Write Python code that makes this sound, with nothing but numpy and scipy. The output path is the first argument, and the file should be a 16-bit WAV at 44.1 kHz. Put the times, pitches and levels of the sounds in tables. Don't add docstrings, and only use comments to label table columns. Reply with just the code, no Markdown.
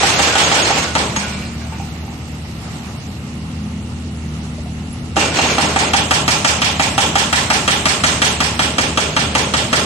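import sys
import numpy as np
from scipy import signal
from scipy.io import wavfile
from scipy.ndimage import uniform_filter1d

SR = 44100
rng = np.random.default_rng(int(sys.argv[2]) if len(sys.argv) > 2 else 0)


def rack_gain(trim_db):
    fader = np.asarray(trim_db, float)
    return 10 ** (fader / 20)


def pcm_store(signal):
    levels = np.round(np.clip(np.atleast_2d(signal), -1, 1) * 32767)
    wavfile.write(sys.argv[1], SR, levels.astype(np.int16).T)


N = 434385
TIME = np.arange(N) / SR
EDGES_HZ = 22 * 2 ** np.arange(0, 9.6, 1 / 3)

# [t/s, firing rate f/Hz, exhaust note level/dB]
DIESEL = [(0, 77.3, -34), (1.2, 76, -31.5), (1.55, 76.8, -30.5), (1.8, 79, -28.5), (2.1, 79, -30),
          (2.4, 77.8, -31.5), (3.0, 78, -36), (3.5, 81, -28), (4.0, 80.6, -29.5), (4.3, 78, -27),
          (4.6, 78.6, -29), (4.9, 80.3, -29.5), (5.15, 80, -30.5), (5.9, 77.3, -31.5), (9.85, 77.1, -29.5)]
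# [multiple of firing rate, level/dB]
ENGINE_ORDERS = [(1.5, -10), (2, -5.5), (2.5, -9), (3, -3), (3.5, -21.5), (4, -17), (5, -23.5)]
# [t/s, f/Hz, level/dB]
HIGH_WHINE = [
    (1.3, 196, -30.5),
    (1.9, 199, -52),
    (2.4, 201, -50),
    (3.0, 199, -36.5),
    (3.65, 207.5, -29.5),
    (4.1, 204.4, -36),
    (4.5, 201.8, -38),
    (4.95, 203.6, -31),
    (5.15, 199, -41),
]
# [f/Hz, level/dB per Hz]
RUMBLE_COLOUR = [(12, -75), (20, -43), (48, -12), (57, -10.5), (75, -2.5), (176, -1.5), (241, -17.5),
                 (267, 10), (307, -15), (600, -23), (780, -54), (1320, -120)]
# [f/Hz, level/dB per Hz]
ROAR_COLOUR = [(180, -40), (300, -4), (450, -22), (726, -2.5), (1020, -10), (1190, -5), (1570, -16),
               (2100, -8), (2730, -16.5), (3490, -13.5), (6000, -17), (8300, -22), (11000, -19.5),
               (12200, -39), (15500, -74)]
# [f/Hz, likeness from -1 to 1]
ENGINE_LIKENESS = [(30, 0.7), (60, 0.93), (180, 1), (540, 0.76), (1620, -0.041), (4840, -0.11),
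                   (14500, 0.79)]
# [f/Hz, left minus right level/dB]
ENGINE_PAN = [(60, 1), (200, 0.5), (600, 1.2), (1500, -0.3), (3000, -4), (6000, -6), (9000, -17),
              (12000, 34)]
# [t/s, f/Hz]
TURBO = [
    (1.2, 11500),
    (1.3, 11870),
    (1.58, 12400),
    (2.41, 11300),
    (2.95, 11620),
    (3.4, 11080),
    (4.15, 10280),
    (5.15, 9980),
]
# [t/s, f/Hz, level/dB]
SQUEAK = [
    (4.91, 10300, -58),
    (4.93, 10970, -32),
    (4.96, 11010, -48),
    (5.0, 11100, -62),
]
# [t/s, level/dB, f/Hz]
BOOM_KNOCKS = [
    (0.998, -22, 450),
    (1.163, -20.5, 185),
    (1.788, -27.5, 172),
    (5.171, -18, 324),
    (5.171, -22, 560),
    (4.05, -29, 322),
    (4.301, -31, 336),
    (4.578, -30, 600),
    (4.66, -30, 760),
]
# [t/s, length/s, level/dB]
RATTLE = [
    (-0.1, 0.89, -13.5),
    (0.96, 0.38, -28.5),
    (5.159, 0.12, -18),
    (5.323, 0.2, -14.5),
    (5.55, 0.31, -20.5),
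    (6.4, 3.73, -27.5),
]
# [f/Hz, level/dB per Hz]
RATTLE_COLOUR = [(120, -27), (200, -18), (300, -4), (590, -3.5), (1680, -6.5), (2400, -5), (4630, -10.5),
                 (7500, -12.5), (11000, -30.5), (15500, -42)]
# [f/Hz, level/dB, time to fall 60 dB/s]
TOOL_MODES = [(449, 11, 0.18), (800, -6, 0.12), (893, -3.5, 0.15), (1150, -7, 0.25), (1463, -1, 0.43),
              (1610, -1.5, 0.19), (2303, -5.5, 0.57), (2350, -8.5, 0.5), (2510, -2.5, 0.23),
              (2573, -8.5, 0.4), (2760, 1, 0.19), (2960, -18, 0.21), (4170, -6.5, 0.24),
              (4800, -14.5, 0.28), (6590, 0, 0.12), (2950, -9, 0.16)]
# [t/s, peak level/dB, favoured ring f/Hz]
CLANKS = [(0.249, -13, 2450), (0.19, -14, 2760), (0.299, -9, 1610), (0.319, -14, 2280), (0.649, -6, 4170),
          (0.955, -5, 1000), (1.165, -11, 6590), (1.165, -16, 900), (1.23, -14, 1560), (1.25, -23, 2573),
          (1.4, -19, 4800), (1.455, -16, 4800), (1.613, -18, 1900), (1.723, -15, 940), (1.725, -30, 1610),
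          (1.73, -25, 2280), (1.8, -30, 2280), (1.8, -14, 800), (2.079, -19, 790), (5.17, -11.5, 2780),
          (5.21, -7, 2770), (5.385, -12, 4170), (5.39, -13, 2780), (5.489, -8, 2280), (5.585, -9, 4170),
          (5.79, -17, 6590), (5.81, -5, 4800), (5.94, 2, 790)]
# [t/s, peak level/dB]
PISTON_BLOWS = [
    (0.031, -11),
    (0.191, -10),
    (0.353, -8.5),
    (0.514, -8.5),
    (0.703, -13),
    (0.951, -7.5),
    (1.161, -11),
                (5.165, -9.5), (5.386, -11), (5.581, -8.5), (5.76, -8.5), (5.934, -4), (6.108, -4),
               (6.278, -4), (6.446, -4.5), (6.617, -5.5), (6.795, -6), (6.978, -5.5), (7.154, -5.5),
               (7.327, -5), (7.501, -4), (7.677, -4), (7.855, -4), (8.036, -4.5), (8.217, -4),
               (8.403, -5.5), (8.592, -5.5), (8.782, -5), (8.973, -5.5), (9.164, -5.5), (9.35, -5),
               (9.537, -6), (9.728, -4.5)]
# [t/s, wash over crack level/dB, brightness level/dB per octave, note of the slab f/Hz]
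SEATING = [(0.03, 2.5, 1.3, 800), (0.5, 1, 0.7, 800), (0.95, -2.5, -0.96, 900), (1.16, -4.5, 0.7, 905),
           (5.165, 0, -0.9, 900), (5.76, 1, -0.7, 710), (5.93, -2.5, 0, 760), (6.4, -2, 0.96, 990),
           (7.0, -1.06, 0.64, 1070), (7.7, -2.5, 0.5, 1450), (8.2, -2.5, 1.05, 1480), (8.8, -4, 0, 523),
           (9.35, -3.5, 0.1, 500), (9.73, -2, 0.1, 700)]
# [f/Hz, level/dB per Hz]
CRACK_COLOUR = [(120, -33), (200, -7.5), (500, -7), (790, 1.5), (1050, -7), (1330, 1), (2130, -2),
                (3300, -4.5), (4080, -10.5), (5070, -12), (8000, -10.5), (11000, -20), (15500, -35.5)]
# [f/Hz, left minus right level/dB]
CRACK_PAN = [(300, 2.5), (1400, 2.5), (2800, -2.5), (6000, -1), (11000, 1.5)]
# [f/Hz, time to fall 60 dB/s]
CRACK_T60 = [(300, 0.15), (800, 0.27), (1500, 0.23), (3000, 0.15), (6000, 0.21), (12000, 0.1)]
# [f/Hz, level/dB per Hz]
WASH_COLOUR = [(120, -10), (200, -7.5), (490, -4.5), (775, 2.5), (1020, 0), (1280, -0.5), (1620, -4),
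               (3170, 0), (4010, -6), (6000, -6.5), (8100, -10.5), (11000, -19), (15500, -56)]
# [f/Hz, left minus right level/dB]
WASH_PAN = [(300, -0.5), (1400, 1.5), (2800, -4), (6000, -5), (9000, -10.5), (12500, 24)]
# [f/Hz, time to fall 60 dB/s]
WASH_T60 = [(300, 1.17), (800, 0.52), (1500, 0.51), (3000, 0.46), (6000, 0.51), (12000, 0.93)]
# [f/Hz, likeness from -1 to 1]
WASH_LIKENESS = [(300, 1), (700, 0.62), (1400, 0.04), (2800, 0.09), (6000, 0.025)]
# [f/Hz, share of moments missing]
DROPOUTS = [(4200, .01), (5500, .1), (7500, .22), (8600, .2), (9300, .5), (11000, .5), (14000, .7)]


def in_time(rows, silent=None):
    s, *columns, last = np.transpose(rows)
    return [np.interp(TIME, s, c) for c in columns] + [np.interp(TIME, s, last, silent, silent)]


def at_hz(points, hz):
    table = np.array(points)
    return np.interp(np.log(hz), np.log(table[:, 0]), table[:, 1])


def rms_one(x):
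    return x / np.sqrt(np.mean(x ** 2) + 1e-20)


def slow_chance(rate):
    r = np.exp(-80 * np.pi * rate / SR)
    wander = signal.lfilter([1], [1, -2 * r, r * r], rng.standard_normal(N // 40 + 2002))
    return rms_one(wander[2000:])


def full_rate(slow):
    return np.interp(np.arange(N) / 40, np.arange(len(slow)), slow)


def drift(rate):
    return full_rate(slow_chance(rate))


def clicks(seconds, gains):
    out = np.full(N, 1e-18)
    places = np.round(np.asarray(seconds) * SR).astype(int)
    np.add.at(out, np.minimum(places, N - 1), gains)
    return out


def dying(x, t60):
    power = signal.lfilter([1], [1, -rack_gain(-120 / (t60 * SR))], x ** 2 + 1e-18)
    return np.sqrt(power)


def ring(x, hz, t60):
    r, w = rack_gain(-60 / (t60 * SR)), 2 * np.pi * hz / SR
    return signal.lfilter([0, np.sin(w)], [1, -2 * r * np.cos(w), r * r], x)


def bank(feed, spectrum, pan):
    out = np.zeros((2, N))
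    for k, (low, high) in enumerate(zip(EDGES_HZ, EDGES_HZ[1:])):
        hz = np.sqrt(low * high)
        if spectrum[0][0] < hz < spectrum[-1][0]:
            gain = rack_gain(at_hz(spectrum, hz) + at_hz(pan, hz) * np.array([[.5], [-.5]]))
            band = signal.butter(2, [low, high], "band", fs=SR, output="sos")
            out += gain * signal.sosfilt(band, feed(k, hz))
    return out


def pair(white, alike):
    alike = np.clip(alike, -1, 1)
    middle, side = np.sqrt(1 + alike) * white[0], np.sqrt(1 - alike) * white[1]
    return middle + side * [[1], [-1]]


def steady(spectrum, pan, likeness, patchy_db, grain=1):
    white = rng.standard_normal((2, 2, N)) * grain
    together = slow_chance(2.6)

    def flickering(k, hz):
        flicker = full_rate(rack_gain(patchy_db * (.4 * together + slow_chance(12))))
        return pair(white[k % 2], at_hz(likeness, hz)) * flicker

    return rms_one(bank(flickering, spectrum, pan))


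def wavering(hz, db, spread_hz, rate, flutter_db):
    flutter = full_rate(rack_gain(flutter_db * slow_chance(rate)))
    phase = 2 * np.pi * np.cumsum(hz + spread_hz * drift(rate)) / SR
    return np.sqrt(2) * rack_gain(db) * flutter * np.sin(phase)


def engine_tones(firing_hz, note_db):
    tones = wavering(firing_hz, note_db, spread_hz=.25, rate=6, flutter_db=1.1)
    for multiple, db in ENGINE_ORDERS:
        tones = tones + wavering(multiple * firing_hz, note_db + db, spread_hz=.3, rate=3, flutter_db=1.5)
    return tones


def engine_rumble():
    pausing = (TIME > 1.1) & (TIME < 5.0)
    rumble_db = uniform_filter1d(np.where(pausing, -27.5, -26), size=SR // 4)
    return rack_gain(rumble_db) * steady(RUMBLE_COLOUR, ENGINE_PAN, ENGINE_LIKENESS, patchy_db=0.26)


def fan_roar(firing_hz):
    floor_db, start_db, fall_db_per_s = -36, -21.5, 6
    swell_s, swell_width_s, swell_db = 2.75, 0.34, 3
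    roar_db = np.maximum(floor_db, start_db - fall_db_per_s * TIME)
    roar_db = roar_db + swell_db * np.exp(-((TIME - swell_s) / swell_width_s) ** 2)
    throb = 1 + 0.086 * np.sin(2 * np.pi * np.cumsum(firing_hz) / SR)
    return rack_gain(roar_db) * throb * steady(ROAR_COLOUR, ENGINE_PAN, ENGINE_LIKENESS, patchy_db=1.4)


def cooler_whine():
    breath = rms_one(ring(rng.standard_normal((2, N)), hz=2780, t60=0.0072))
    return rack_gain(-45) * breath * rack_gain(np.array([[-2], [2]]))


def diesel():
    firing_hz, note_db = in_time(DIESEL)
    high_whine = wavering(*in_time(HIGH_WHINE, silent=-35.5), spread_hz=1.4, rate=2.69, flutter_db=2.0)
    tones = engine_tones(firing_hz, note_db) + high_whine
    return tones + engine_rumble() + fan_roar(firing_hz) + cooler_whine()


def turbocharger():
    hz, = in_time(TURBO)
    db = -70.5 - 11 * np.log2(hz / 11000)
    return np.array([wavering(hz, db + side_db, spread_hz=89, rate=380, flutter_db=5.0)
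                     for side_db in (22, 15)])


def brake_squeak():
    return wavering(*in_time(SQUEAK, silent=-120), spread_hz=59, rate=90, flutter_db=3.0)


def boom():
    white = rng.standard_normal(N)
    knocks = np.zeros(N)
    for s, db, hz in BOOM_KNOCKS:
        thump = white * dying(clicks([s], rack_gain(db - 16.5)), 0.15)
        knocks += ring(thump, hz, 17.4 / hz)
    return knocks


def blows():
    usual_gap_s, longest_gap_s = 0.175, 0.195
    s, peak_db = np.transpose(PISTON_BLOWS)
    gap_s = np.diff(s, prepend=s[0] - usual_gap_s)
    slower_s = np.minimum(gap_s, longest_gap_s) - usual_gap_s
    thud_db = 2 + 128 * slower_s
    when, *seating = np.transpose(SEATING)
    slack_db, bright_db, slab_hz = (np.interp(s, when, column) for column in seating)
    return s, peak_db, slack_db, thud_db, bright_db, slab_hz


def rattling():
    rise_db, rise_db_per_s, fall_db_per_s = 5.5, 120, 87
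    spells = []
    for s, length, db in RATTLE:
        still_to_rise = np.maximum(rise_db - rise_db_per_s * (TIME - s), 0)
        fallen = fall_db_per_s * np.maximum(TIME - s - length, 0)
        spells.append(np.where(TIME > s, db, -200) - still_to_rise - fallen)
    return rack_gain(np.max(spells, axis=0))


def clanks():
    s, _, slack_db, *_ = blows()
    housing = []
    for t in s[slack_db > -1.5]:
        housing += [(t + 0.002, 0.1, 810), (t + 0.066, -8, 810)]
    chatter = [(1.229 + touch * 0.048, -17.5, 2280) for touch in range(5)]
    return CLANKS + housing + chatter


def tool():
    level = rattling()
    grain = rack_gain(2.6 * np.minimum(rng.exponential(1, N), 4) + 1.7 * drift(41))
    knocked = np.flatnonzero(rng.random(N) < 80 / SR)
    s, db, clank_hz = np.transpose(clanks())
    knock_hz = 1400 * 2 ** rng.uniform(0, 2.39, len(knocked))
    struck_hz = np.append(clank_hz, knock_hz)
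    moments = np.append(s, knocked / SR)
    strengths = np.append(rack_gain(db - 7.0), rack_gain(-8.0) * level[knocked])
    uneven_db = rng.standard_normal((len(moments), len(TOOL_MODES)))
    sides_db = rng.standard_normal((len(TOOL_MODES), 2, 1))
    rings = np.zeros((2, N))
    for k, (hz, mode_db, t60) in enumerate(TOOL_MODES):
        off_pitch_db = 41 * np.abs(np.log2(hz / struck_hz))
        hits = clicks(moments, strengths * rack_gain(1.4 * uneven_db[:, k] - off_pitch_db))
        rings += rack_gain(mode_db + 3.3 * sides_db[k]) * ring(hits, hz, t60)
    return rings + level * steady(RATTLE_COLOUR, WASH_PAN, WASH_LIKENESS, patchy_db=0.5, grain=grain)


def breaker():
    wall_delay_s, far_wall_delay_s, right_lag_s = 0.025, 0.0393, 0.000284
    s, peak_db, slack_db, thud_db, bright_db, slab_hz = blows()
    starts = np.round(s * SR).astype(int)
    latest = np.maximum(np.searchsorted(starts, np.arange(N), "right") - 1, 0)
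    since = np.abs(np.arange(N) - starts[latest])
    repeating, fresh = rng.standard_normal((2, 2, 2, N))
    grit = rack_gain(0.65 * drift(330))
    white = (0.92 * repeating[..., since] + 0.49 * fresh) * grit
    spread_db = rng.standard_normal((len(s), len(EDGES_HZ)))

    def strength(k, hz):
        slab_db = 1 * np.exp(-(np.log2(hz / slab_hz) / 0.41) ** 2)
        tilt_db = bright_db * np.log2(hz / 2500) + thud_db * (hz < 600)
        return rack_gain(peak_db + slab_db + tilt_db + 1.3 * spread_db[:, k])

    def direct(k, hz):
        struck = clicks(s, strength(k, hz))
        tick = 0.13 * dying(struck, 0.056)
        left, right = pair(white[k % 2], 0.74) * (dying(struck, at_hz(CRACK_T60, hz)) + tick)
        lag = round(right_lag_s * SR) * (hz > 1400)
        return np.array([left, np.roll(right, lag)])

    def wash(k, hz):
        near = np.clip(np.log2(hz / 900) / 2.24, .2, 1)
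        far = np.sqrt(1 - near ** 2)
        gains = strength(k, hz) * rack_gain(slack_db)
        echoes = clicks(s + wall_delay_s, gains * near) + clicks(s + far_wall_delay_s, gains * far)
        swell = uniform_filter1d(dying(echoes, at_hz(WASH_T60, hz)), size=151, origin=75)
        return pair(white[1 - k % 2], at_hz(WASH_LIKENESS, hz)) * swell

    crack = rack_gain(5.0) * bank(direct, CRACK_COLOUR, CRACK_PAN)
    echo = rack_gain(2.5) * bank(wash, WASH_COLOUR, WASH_PAN)
    push = ring(ring(clicks(s, rack_gain(peak_db + thud_db)), 274.0, 0.061), 255.0, 0.0096)
    return crack + echo + rack_gain(-39) * push


def scene():
    return diesel() + turbocharger() + brake_squeak() + boom() + tool() + breaker()


def kept_bands(hz, frames):
    lows = np.arange(0, len(hz), 12)
    band_hz = hz[::12]
    own = rng.standard_normal((3, len(lows), frames.shape[-1]))
    own = .6 * own[:2] + .8 * own[2]
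    lower = np.clip((9500 - band_hz[:, None]) / 500, 0, 1)
    shared = uniform_filter1d(own, size=3, axis=1) * lower
    chance = uniform_filter1d(0.65 * own + 1.4 * shared, size=2, axis=2)
    level_db = 10 * np.log10(np.add.reduceat(np.abs(frames) ** 2, lows, axis=1) + 1e-14)
    around_db = uniform_filter1d(uniform_filter1d(level_db, size=7, axis=1), size=13, axis=2)
    chance = chance + .07 * (level_db - around_db)
    share = np.clip(at_hz(DROPOUTS, band_hz + 150), 0, 1) * (band_hz > 4000)
    rank = np.argsort(np.argsort(chance))
    return rank >= share[:, None] * frames.shape[-1]


def roll_off(x):
    return signal.sosfilt(signal.butter(12, 15120, fs=SR, output="sos"), x)


def record(dry):
    rounded = 0.95 * np.tanh(dry / 1.156)
    hz, _, frames = signal.stft(rounded, SR, nperseg=1536)
    shelf_db = -6.5 * np.clip((hz - 8410) / 500, 0, 1) - 30 * np.clip((hz - 14270) / 200, 0, 1)
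    kept = kept_bands(hz, frames)[:, np.arange(len(hz)) // 12]
    frames = frames * rack_gain(shelf_db)[:, None] * np.maximum(kept, .04)
    mix = signal.istft(frames, SR, nperseg=1536)[1][:, :N]
    return roll_off(mix)


dry = scene()
out = record(dry)
pcm_store(out)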